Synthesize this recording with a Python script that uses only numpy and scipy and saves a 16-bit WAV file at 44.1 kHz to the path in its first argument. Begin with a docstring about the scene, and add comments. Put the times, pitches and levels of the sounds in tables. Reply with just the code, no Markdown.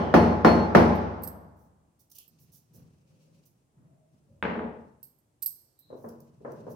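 """The last of a stone-on-stone blow, then three more: a pestle pounds spices in a mortar on a kitchen counter.
The room is hard and echoing. Fingers stir the husks, and the pestle is laid down with a knock and rocks.
Pods are picked open by hand, with bright clinks as of bangles, close on the right, and dull bumps.
Struck things are decaying sine modes with noise echoes; rubbing, husks and air are coloured noise."""
import sys
import numpy as np
from scipy import signal
from scipy.fft import rfft, irfft, next_fast_len
from scipy.io import wavfile

SR = 44100
rng = np.random.default_rng(int(sys.argv[2]) if len(sys.argv) > 2 else 0)


def transcribe(signal):
    """Save signal, clipped to [-1, 1], as a 16-bit WAV file at the path in sys.argv[1]."""
    frames = np.atleast_2d(signal).T
    limited = np.clip(frames, -1, 1)
    pcm = np.round(limited * 32767).astype(np.int16)
    wavfile.write(sys.argv[1], SR, pcm)


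N = 297675
AGE = np.arange(int(1.6 * SR)) / SR  # seconds since a sound began


def from_db(db):
    """Decibels to amplitude gain."""
    return 10 ** (np.asarray(db) / 20)


def at_hz(points, hz):
    """Read a table of levels on a log-frequency axis."""
    table = np.array(points)
    return np.interp(np.log(np.maximum(hz, 1)), np.log(table[:, 0]), table[:, 1])


def panned(x, pan_db):
    """Place a sound at constant power; positive pan_db leans left, negative leans right."""
    gains = from_db(np.array([[pan_db], [-pan_db]]) / 2)
    return x * gains / np.sqrt(np.mean(gains ** 2))


def add(out, start_s, x):
    """Mix a sound in at its start time, dropping whatever lies outside the scene."""
    start = round(start_s * SR)
    first, last = max(start, 0), min(start + x.shape[-1], N)
    out[:, first:last] += x[..., first - start:last - start]


def colour(x, spectrum):
    """Causal (minimum-phase) filter with the given spectrum, built by folding its cepstrum."""
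    size = 2 * next_fast_len(x.shape[-1] // 2 + SR // 10)
    gain = from_db(at_hz(spectrum, np.fft.rfftfreq(size, 1 / SR)))
    cepstrum = irfft(np.log(gain))
    cepstrum[1:size // 2] *= 2
    cepstrum[size // 2 + 1:] = 0
    response = np.exp(rfft(cepstrum))
    return irfft(rfft(x, size) * response)[..., :x.shape[-1]]


def soften(x, cutoff_hz):
    """A soft contact carries no treble: low-pass at its cut-off."""
    lowpass = signal.butter(3, min(cutoff_hz, SR / 3), fs=SR, output="sos")
    return signal.sosfilt(lowpass, x + 1e-18)


def fade(t60_s):
    """Exponential decay by 60 dB in t60_s."""
    return np.exp(-np.minimum(np.log(1000) * AGE / t60_s, 40))


def ring(modes, swell_s):
    """Struck modes of alternating sign, which take a moment to build up."""
    sines = 0
    for k, (hz, db, t60_s) in enumerate(modes):
        sines = sines + (-1) ** k * from_db(db) * np.sin(2 * np.pi * hz * AGE) * fade(t60_s)
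    return sines * (1 - np.exp(-AGE / swell_s))


# stereo width of the room, side against mid: pitch_hz [Hz], level_db [dB]
ROOM_WIDTH = [(60, -18.5), (125, -12.5), (250, -8.5), (500, -4.5), (1000, 1.5), (4000, -1.5), (10000, 2)]


def diffuse(size):
    """White stereo noise, alike in both channels in the bass and nearly unrelated in the treble."""
    mid, side = rfft(rng.standard_normal((2, size)))
    width = from_db(at_hz(ROOM_WIDTH, np.fft.rfftfreq(size, 1 / SR)))
    return irfft((mid + width * side * [[1], [-1]]) / np.sqrt(1 + width ** 2), size)


# how long the room rings in each band: pitch_hz [Hz], t60_s [s]
ROOM_T60 = [(60, 2), (150, 1.3939), (350, 1.0), (900, 1.1975), (2400, 0.8966), (5500, 0.9048), (9000, 0.55),
            (15000, 0.37)]


def room(early_db, early_t60_s):
    """Response to a click: strong reflections from close by, then a tail whose treble dies first."""
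    noise = rfft(diffuse(len(AGE)))
    hz = np.fft.rfftfreq(len(AGE), 1 / SR)
    centres = np.array(ROOM_T60)[:, 0]
    tail = 0
    # neighbouring bands cross over, and each decays at its own rate
    for share, (_, t60_s) in zip(np.eye(len(centres)), ROOM_T60):
        band = irfft(noise * at_hz(np.c_[centres, share], hz), len(AGE))
        tail = tail + band * fade(t60_s)
    return tail * (1 + from_db(early_db) * fade(early_t60_s))


def echo_of(x, paths):
    """What the room gives back: convolution with its response, scaled to unit energy on the left."""
    return signal.fftconvolve(paths / np.linalg.norm(paths[0]), x[None], axes=1)[:, :len(AGE)]


def steady(spectrum):
    """Stereo noise of the given colour, rms 1."""
    x = colour(diffuse(N), spectrum)
    return x / x.std()


# spectrum of the room's faint air: pitch_hz [Hz], level_db [dB]
AIR_SPECTRUM = [(18, -46.5), (30, -17.5), (134, 0), (189, -12), (287, -10), (499, -16.5), (866, -19.5),
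                (1460, -28.5), (4530, -35.5), (8520, -29.5), (16000, -42)]


def room_air():
    """The faint air of the room: steady coloured noise."""
    return from_db(-71.5) * steady(AIR_SPECTRUM)


def lumps(rate_hz, depth_db):
    """Uneven pressure: a random gain with a new target rate_hz times a second."""
    targets = rng.standard_normal(2000)
    wander = np.interp(np.arange(N) / SR * rate_hz, np.arange(2000), targets)
    return from_db(depth_db * wander)


def pressure(start_s, length_s):
    """One stroke presses in, holds, and dies away once the hand lets go."""
    attack_s, release_db_per_s = 0.077, 58
    age = np.arange(N) / SR - start_s
    return np.clip(age / attack_s, 0, 1) * from_db(-release_db_per_s * np.maximum(age - length_s, 0))


# strokes of the hand: start_s [s], length_s [s], rumble_db [dB], hiss_db [dB]
STROKES = [(2.26, .3, -65.5, -81), (2.67, 0.21, -56.5, -77), (3.02, 0.36, -61.5, -77),
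           (3.719, 0.16, -59, -95), (4.05, 0.82, -66, -87), (5.84, 0.64, -60.5, -83.5),
           (6.42, .4, -51.5, -74)]
# spectra of the low and high parts of the rubbing: pitch_hz [Hz], level_db [dB]
RUMBLE_SPECTRUM = [(30, -33.5), (70, -17.5), (110, -3), (155, 5), (210, -6.5), (400, -17), (600, -25.5),
                   (1100, -28.5), (2500, -43.5), (8000, -74)]
HISS_SPECTRUM = [(1000, -33.5), (2000, -10.5), (2600, 2), (3400, -5.5), (4300, -2), (6000, -0.5),
                 (7500, -7), (15000, -12.5)]


def rubbing():
    """Fingers drag unevenly over stone and powder: a low rumble and a thin hiss."""
    rumble_gain = hiss_gain = 0
    for start_s, length_s, rumble_db, hiss_db in STROKES:
        press = pressure(start_s, length_s)
        rumble_gain = np.maximum(rumble_gain, from_db(rumble_db) * press)
        hiss_gain = np.maximum(hiss_gain, from_db(hiss_db) * press)
    rumble = rumble_gain * steady(RUMBLE_SPECTRUM) * lumps(rate_hz=78, depth_db=2.0)
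    hiss = hiss_gain * steady(HISS_SPECTRUM) * lumps(rate_hz=64, depth_db=3.5)
    return rumble + hiss


# friction sings for a moment: start_s [s], length_s [s], pitch_hz [Hz], width_hz [Hz], level_db [dB]
SQUEAKS = [(-0.05, 0.23, 3080, 402, -53), (2.139, 0.16, 3040, 700, -67), (2.997, 0.57, 547, 69.6, -75),
           (3.821, 0.45, 640, 80, -72), (2.858, 0.6, 2570, 298, -91), (4.268, 0.18, 565, 90, -70),
           (5.771, 0.26, 3990, 300, -71.5)]


def squeaking():
    """Rubbed stone and skin excite one narrow resonance, which swells and fades."""
    out = np.zeros((2, N))
    for start_s, length_s, pitch_hz, width_hz, level_db in SQUEAKS:
        edges = [pitch_hz - width_hz / 2, pitch_hz + width_hz / 2]
        band = signal.butter(2, edges, "band", fs=SR, output="sos")
        tone = signal.sosfilt(band, diffuse(len(AGE)))
        stroke = np.sin(np.pi * np.minimum(AGE / length_s, 1) ** 0.707)
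        add(out, start_s, from_db(level_db) * stroke * tone / tone.std())
    return out


# dry husks give way on the right: start_s [s], level_db [dB], length_s [s]
CRACKLES = [(1.558, -76.5, .13), (1.991, -64, 0.038), (2.098, -59, .01), (2.113, -51, 0.014),
            (2.147, -52, 0.032), (2.183, -43, 0.0098), (2.389, -65, .07), (2.516, -58.5, 0.08),
            (2.733, -61.5, 0.059), (3.452, -63.5, 0.029), (5.951, -72, 0.18), (6.085, -55.5, 0.013),
            (6.203, -57, 0.0047), (6.517, -58.5, .008), (6.693, -60.5, 0.051)]
# spectrum of a snapping husk: pitch_hz [Hz], level_db [dB]
HUSK_SPECTRUM = [(800, -64.5), (2200, -78.5), (3000, -65), (5800, -46), (7500, -54), (9500, -49),
                 (14000, -42), (16000, -46.5)]


def crackling():
    """A husk gives way in a short crunch: a random shower of tiny snaps of uneven size."""
    snaps_per_s, snap_spread_db, pan_db = 4500, 2.0, -9.5
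    out = np.zeros((2, N))
    paths = room(early_db=11.5, early_t60_s=0.3)
    age = AGE[:SR // 5]
    for start_s, level_db, length_s in CRACKLES:
        happens = rng.random(len(age)) < snaps_per_s / SR
        signs = rng.choice([-1, 1], len(age))
        sizes = from_db(snap_spread_db * rng.standard_normal(len(age)))
        crunch = colour(happens * signs * sizes, HUSK_SPECTRUM)
        swell = np.sin(np.pi * np.minimum(age / length_s, 1) ** 0.69)
        dry_crunch = from_db(level_db) * crunch / crunch.std() * swell
        add(out, start_s, panned(dry_crunch, pan_db))
        # the echo stands less far to the right
        add(out, start_s, from_db(0.5) * panned(echo_of(dry_crunch, paths), pan_db / 2))
    return out


# modes of the kitchen counter: pitch_hz [Hz], level_db [dB], t60_s [s]
COUNTER_MODES = [(73.5, -25, 1.35), (96, -25.5, 1.3), (116, -38, 1.1), (155, -32, .85), (172, -24.5, .8),
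                 (199, -23, .6), (214, -22, .6), (232, -14, .75), (328, -25, .9), (431, -23, .7),
                 (476, -26, .9), (581, -32, .8), (624, -29, .8), (694, -29, .7), (737, -27, .8),
                 (847, -24, .9), (919, -31, .8), (1041, -31, .75)]


def light_boom(lowest_hz):
    """Light knocks hardly move the deepest modes of the counter."""
    highpass = signal.butter(2, lowest_hz, "high", fs=SR, output="sos")
    return from_db(-11.5) * signal.sosfilt(highpass, ring(COUNTER_MODES, swell_s=0.019))


# hands and mortar bump the counter: start_s [s], level_db [dB], contact_hz (cut-off) [Hz], boom_db [dB]
BUMPS = [(2.395, -19.5, 129, -8), (2.743, -39, 740, 1), (2.759, -14, 109, -4), (4.29, -14.5, 98.5, 1),
         (5.901, -22.5, 880, -16), (5.926, -17.5, 780, -16), (6.042, -16, 1090, 0.5),
         (6.404, -26.5, 585, -14), (6.448, -13, 1400, -25), (6.477, -17, 860, -13), (6.579, -20.5, 510, 0),
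         (6.666, -14, 870, -8)]
# spectrum of a padded thud: pitch_hz [Hz], level_db [dB]
BUMP_SPECTRUM = [(30, -25.5), (70, -23.5), (140, -2.5), (185, -19), (235, -1), (290, -8.5), (380, -0.5),
                 (480, 1.5), (610, -0.5), (760, -12), (1000, -5.5), (1300, -13.5), (1600, -11), (2400, -23),
                 (8000, -51)]


def bumping():
    """Padded contacts give a short, hollow thud without a clack."""
    out = np.zeros((2, N))
    boom = soften(light_boom(lowest_hz=129), 480)
    for start_s, level_db, contact_hz, boom_db in BUMPS:
        paths = room(early_db=-7.5, early_t60_s=0.2) * fade(1.74)
        thud = from_db(-9.5) * colour(paths, BUMP_SPECTRUM)
        add(out, start_s, from_db(level_db) * soften(thud + from_db(boom_db) * boom, contact_hz))
    return panned(out, pan_db=0.5)


def chatter(clinks, count):
    """Every clink is a run of touches in quick succession, each weaker than the last."""
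    gap_s, loss_db = 0.0085, 9.5
    touches = []
    for start_s, level_db, echo_db in clinks:
        for k in range(count):
            touches.append((start_s + k * gap_s, level_db - k * loss_db, echo_db))
    return touches


# treble from the right is shaded on its way to the left ear: pitch_hz [Hz], level_db [dB]
SHADE = [(5500, 0), (8400, -12), (11000, -13), (13000, -18)]


def shaded(x):
    """A source close on the right: the left ear loses its treble."""
    return np.array([colour(x[0], SHADE), x[1]])


# bright clinks: start_s [s], level_db [dB], echo_db [dB]
CLINKS = [(0.955, -33, 4), (1.2215, -29, -2), (1.2352, -11.5, 5), (1.2738, -12, 1), (2.279, -31.5, -8),
          (5.029, -25, 12.5), (5.187, -44.5, -1.5), (5.421, -20, -2.5), (5.4251, -3.5, 3.5),
          (5.46, -1.5, 6), (5.79, -32, 7)]
# modes of the small hard rings: pitch_hz [Hz], level_db [dB], t60_s [s]
BANGLE_MODES = [(4307, -52, .05), (5030, -48, .08), (7628, -45, .04), (8348, -35, .07), (9530, -45, .05),
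                (12350, -28, .035), (12615, -23, .045), (13430, -23, .07), (15300, -23, .025)]
# spectrum of the touch itself: pitch_hz [Hz], level_db [dB]
CLINK_SPECTRUM = [(1000, -61), (3400, -60), (4300, -37), (6000, -40), (7000, -44), (8400, -26), (9200, -34),
                  (11500, -32), (12600, -11.5), (14200, -31), (15300, -22), (16500, -52.5)]


def clinking():
    """Small hard rings touch close by on the right, each time with other strengths, and echo in both ears."""
    out, size = np.zeros((2, N)), SR // 5
    for start_s, level_db, echo_db in chatter(CLINKS, count=3):
        extras_db = rng.normal(0, 2, len(BANGLE_MODES))
        modes = [(hz, db + extra_db, t60_s) for (hz, db, t60_s), extra_db in zip(BANGLE_MODES, extras_db)]
        tones = ring(modes, swell_s=0.0002)[:size]
        touch = from_db(8.0) * colour(rng.standard_normal(size) * fade(0.04)[:size], CLINK_SPECTRUM)
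        direct = tones + touch
        paths = room(early_db=10.0, early_t60_s=0.25)
        touch_echo = from_db(-21.0) * colour(paths, CLINK_SPECTRUM)
        tone_echo = from_db(-15.0) * echo_of(tones, paths)
        add(out, start_s, from_db(level_db) * shaded(np.array([direct, direct])))
        add(out, start_s, from_db(level_db + echo_db) * panned(touch_echo + tone_echo, pan_db=-6.0))
    return out


# the pestle is laid on the counter and rocks:
# start_s [s], level_db [dB], contact_hz (cut-off) [Hz], clack_db [dB], boom_db [dB]
KNOCKS = [(4.426, -4, 3380, 0.5, -4), (4.438, -13, 3200, 1, 6.5), (4.452, -5.5, 2380, -4.5, -8),
          (4.554, -7.5, 800, 3.5, 7), (4.593, -19, 1490, 7.5, 3), (4.607, -12, 795, -11.5, 3.5)]
# modes of the slab under the pestle: pitch_hz [Hz], level_db [dB], t60_s [s]
SLAB_MODES = [(950, -10.5, 0.0062), (1550, -13.5, 0.013), (2190, -2, 0.0022), (3500, -15, 0.0035)]
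# spectrum of the knock's echo: pitch_hz [Hz], level_db [dB]
KNOCK_SPECTRUM = [(30, -54.5), (70, -12), (130, -16), (220, -2), (310, -12.5), (480, -5.5), (720, -16),
                  (900, -9), (1250, -14.5), (1900, -15), (3700, -29), (5000, -35), (16000, -35.5)]


def knocking():
    """The pestle meets the slab and rocks; the softer the contact, the duller the knock."""
    out = np.zeros((2, N))
    clack = ring(SLAB_MODES, swell_s=0.00039)
    boom = from_db(-0.5) * soften(light_boom(lowest_hz=290), 730)
    dying = 1 / (1 + (AGE / 0.33) ** 3)
    for start_s, level_db, contact_hz, clack_db, boom_db in KNOCKS:
        echo = from_db(-5.5) * colour(room(early_db=-5.0, early_t60_s=0.048), KNOCK_SPECTRUM)
        knock = echo + from_db(clack_db) * clack + from_db(boom_db) * boom
        add(out, start_s, from_db(level_db) * soften(dying * knock, contact_hz))
    return panned(out, pan_db=2.0)


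def pestle_note(beat_hz, twin_db, damped_s):
    """Two close bending modes of the pestle beat, until the grip of the next lift stops them."""
    pitch_hz, t60_s = 4304, 0.69
    pair = ring([(pitch_hz, 0, t60_s), (pitch_hz + beat_hz, twin_db, t60_s)], swell_s=0.0071)
    return pair * np.clip((damped_s - AGE) / 0.02, 0, 1)


# pestle blows, the first just before the start:
# start_s [s], level_db [dB], boom_db [dB], ring_db (pestle note, before a common lift) [dB]
POUNDS = [(-0.165, -1.5, -1.5, -49), (0.1397, -1, 2.5, -46.5), (0.447, -0.5, 1.5, -37.5),
          (0.749, 0.5, -0.5, -54)]
# modes of the stone mortar: pitch_hz [Hz], level_db [dB], t60_s [s]
MORTAR_MODES = [(563.8, -13.5, 0.047), (1066.3, -5, 0.0093), (1387, -11, 0.021), (1750, -13, 0.02)]
# spectra of the thud and of the crushed spice: pitch_hz [Hz], level_db [dB]
THUD_SPECTRUM = [(30, -43.5), (60, -24), (128, -13.5), (165, -2), (235, -4), (280, -4.5), (350, -3),
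                 (500, -5.5), (820, -8), (1400, -16), (2200, -24.5), (3500, -36), (5800, -40),
                 (8000, -60.5)]
GRIT_SPECTRUM = [(1000, -47), (3000, -29.5), (5500, -31), (7500, -32), (10000, -26), (15000, -28)]


def pounding():
    """A blow is a stone clack, a thud through the room, a counter boom, crushed grit and the pestle's note."""
    out = np.zeros((2, N))
    clack = from_db(1.3) * panned(soften(ring(MORTAR_MODES, swell_s=0.0003), 3200), pan_db=3.0)
    boom = panned(ring(COUNTER_MODES, swell_s=0.022), pan_db=3.0)
    note = pestle_note(beat_hz=8.26, twin_db=-6.0, damped_s=0.24)
    usual_paths = room(early_db=1.5, early_t60_s=0.14)
    for start_s, level_db, boom_db, ring_db in POUNDS:
        # the mortar stays put, so the blows share much of their echo
        paths = (usual_paths + room(early_db=4.5, early_t60_s=0.29)) / np.sqrt(2)
        thud = from_db(4.0) * colour(paths, THUD_SPECTRUM)
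        crushed = colour(room(early_db=-13.0, early_t60_s=0.05), GRIT_SPECTRUM)
        grit = from_db(-16) * panned(crushed, pan_db=-2.0)
        stone = clack + from_db(ring_db + 3.5) * note
        add(out, start_s, from_db(level_db) * (thud + grit + stone + from_db(boom_db) * boom))
    return out


def scene():
    """All the work at the counter over the faint air of the room."""
    handling = rubbing() + squeaking() + crackling() + bumping() + clinking()
    return room_air() + handling + knocking() + pounding()


def record(dry):
    """The microphone sheds the deepest bass, the highest peaks are rounded and the top is cut."""
    highpass = signal.butter(2, 36, "high", fs=SR, output="sos")
    x = signal.sosfilt(highpass, dry)
    rounded = x / (1 + x ** 6) ** (1 / 6)
    top_cut = signal.ellip(10, 0.2, 80, 16400, fs=SR, output="sos")  # steep low-pass at 16400 Hz
    return signal.sosfilt(top_cut, rounded)


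dry = scene()
out = record(dry)
transcribe(out)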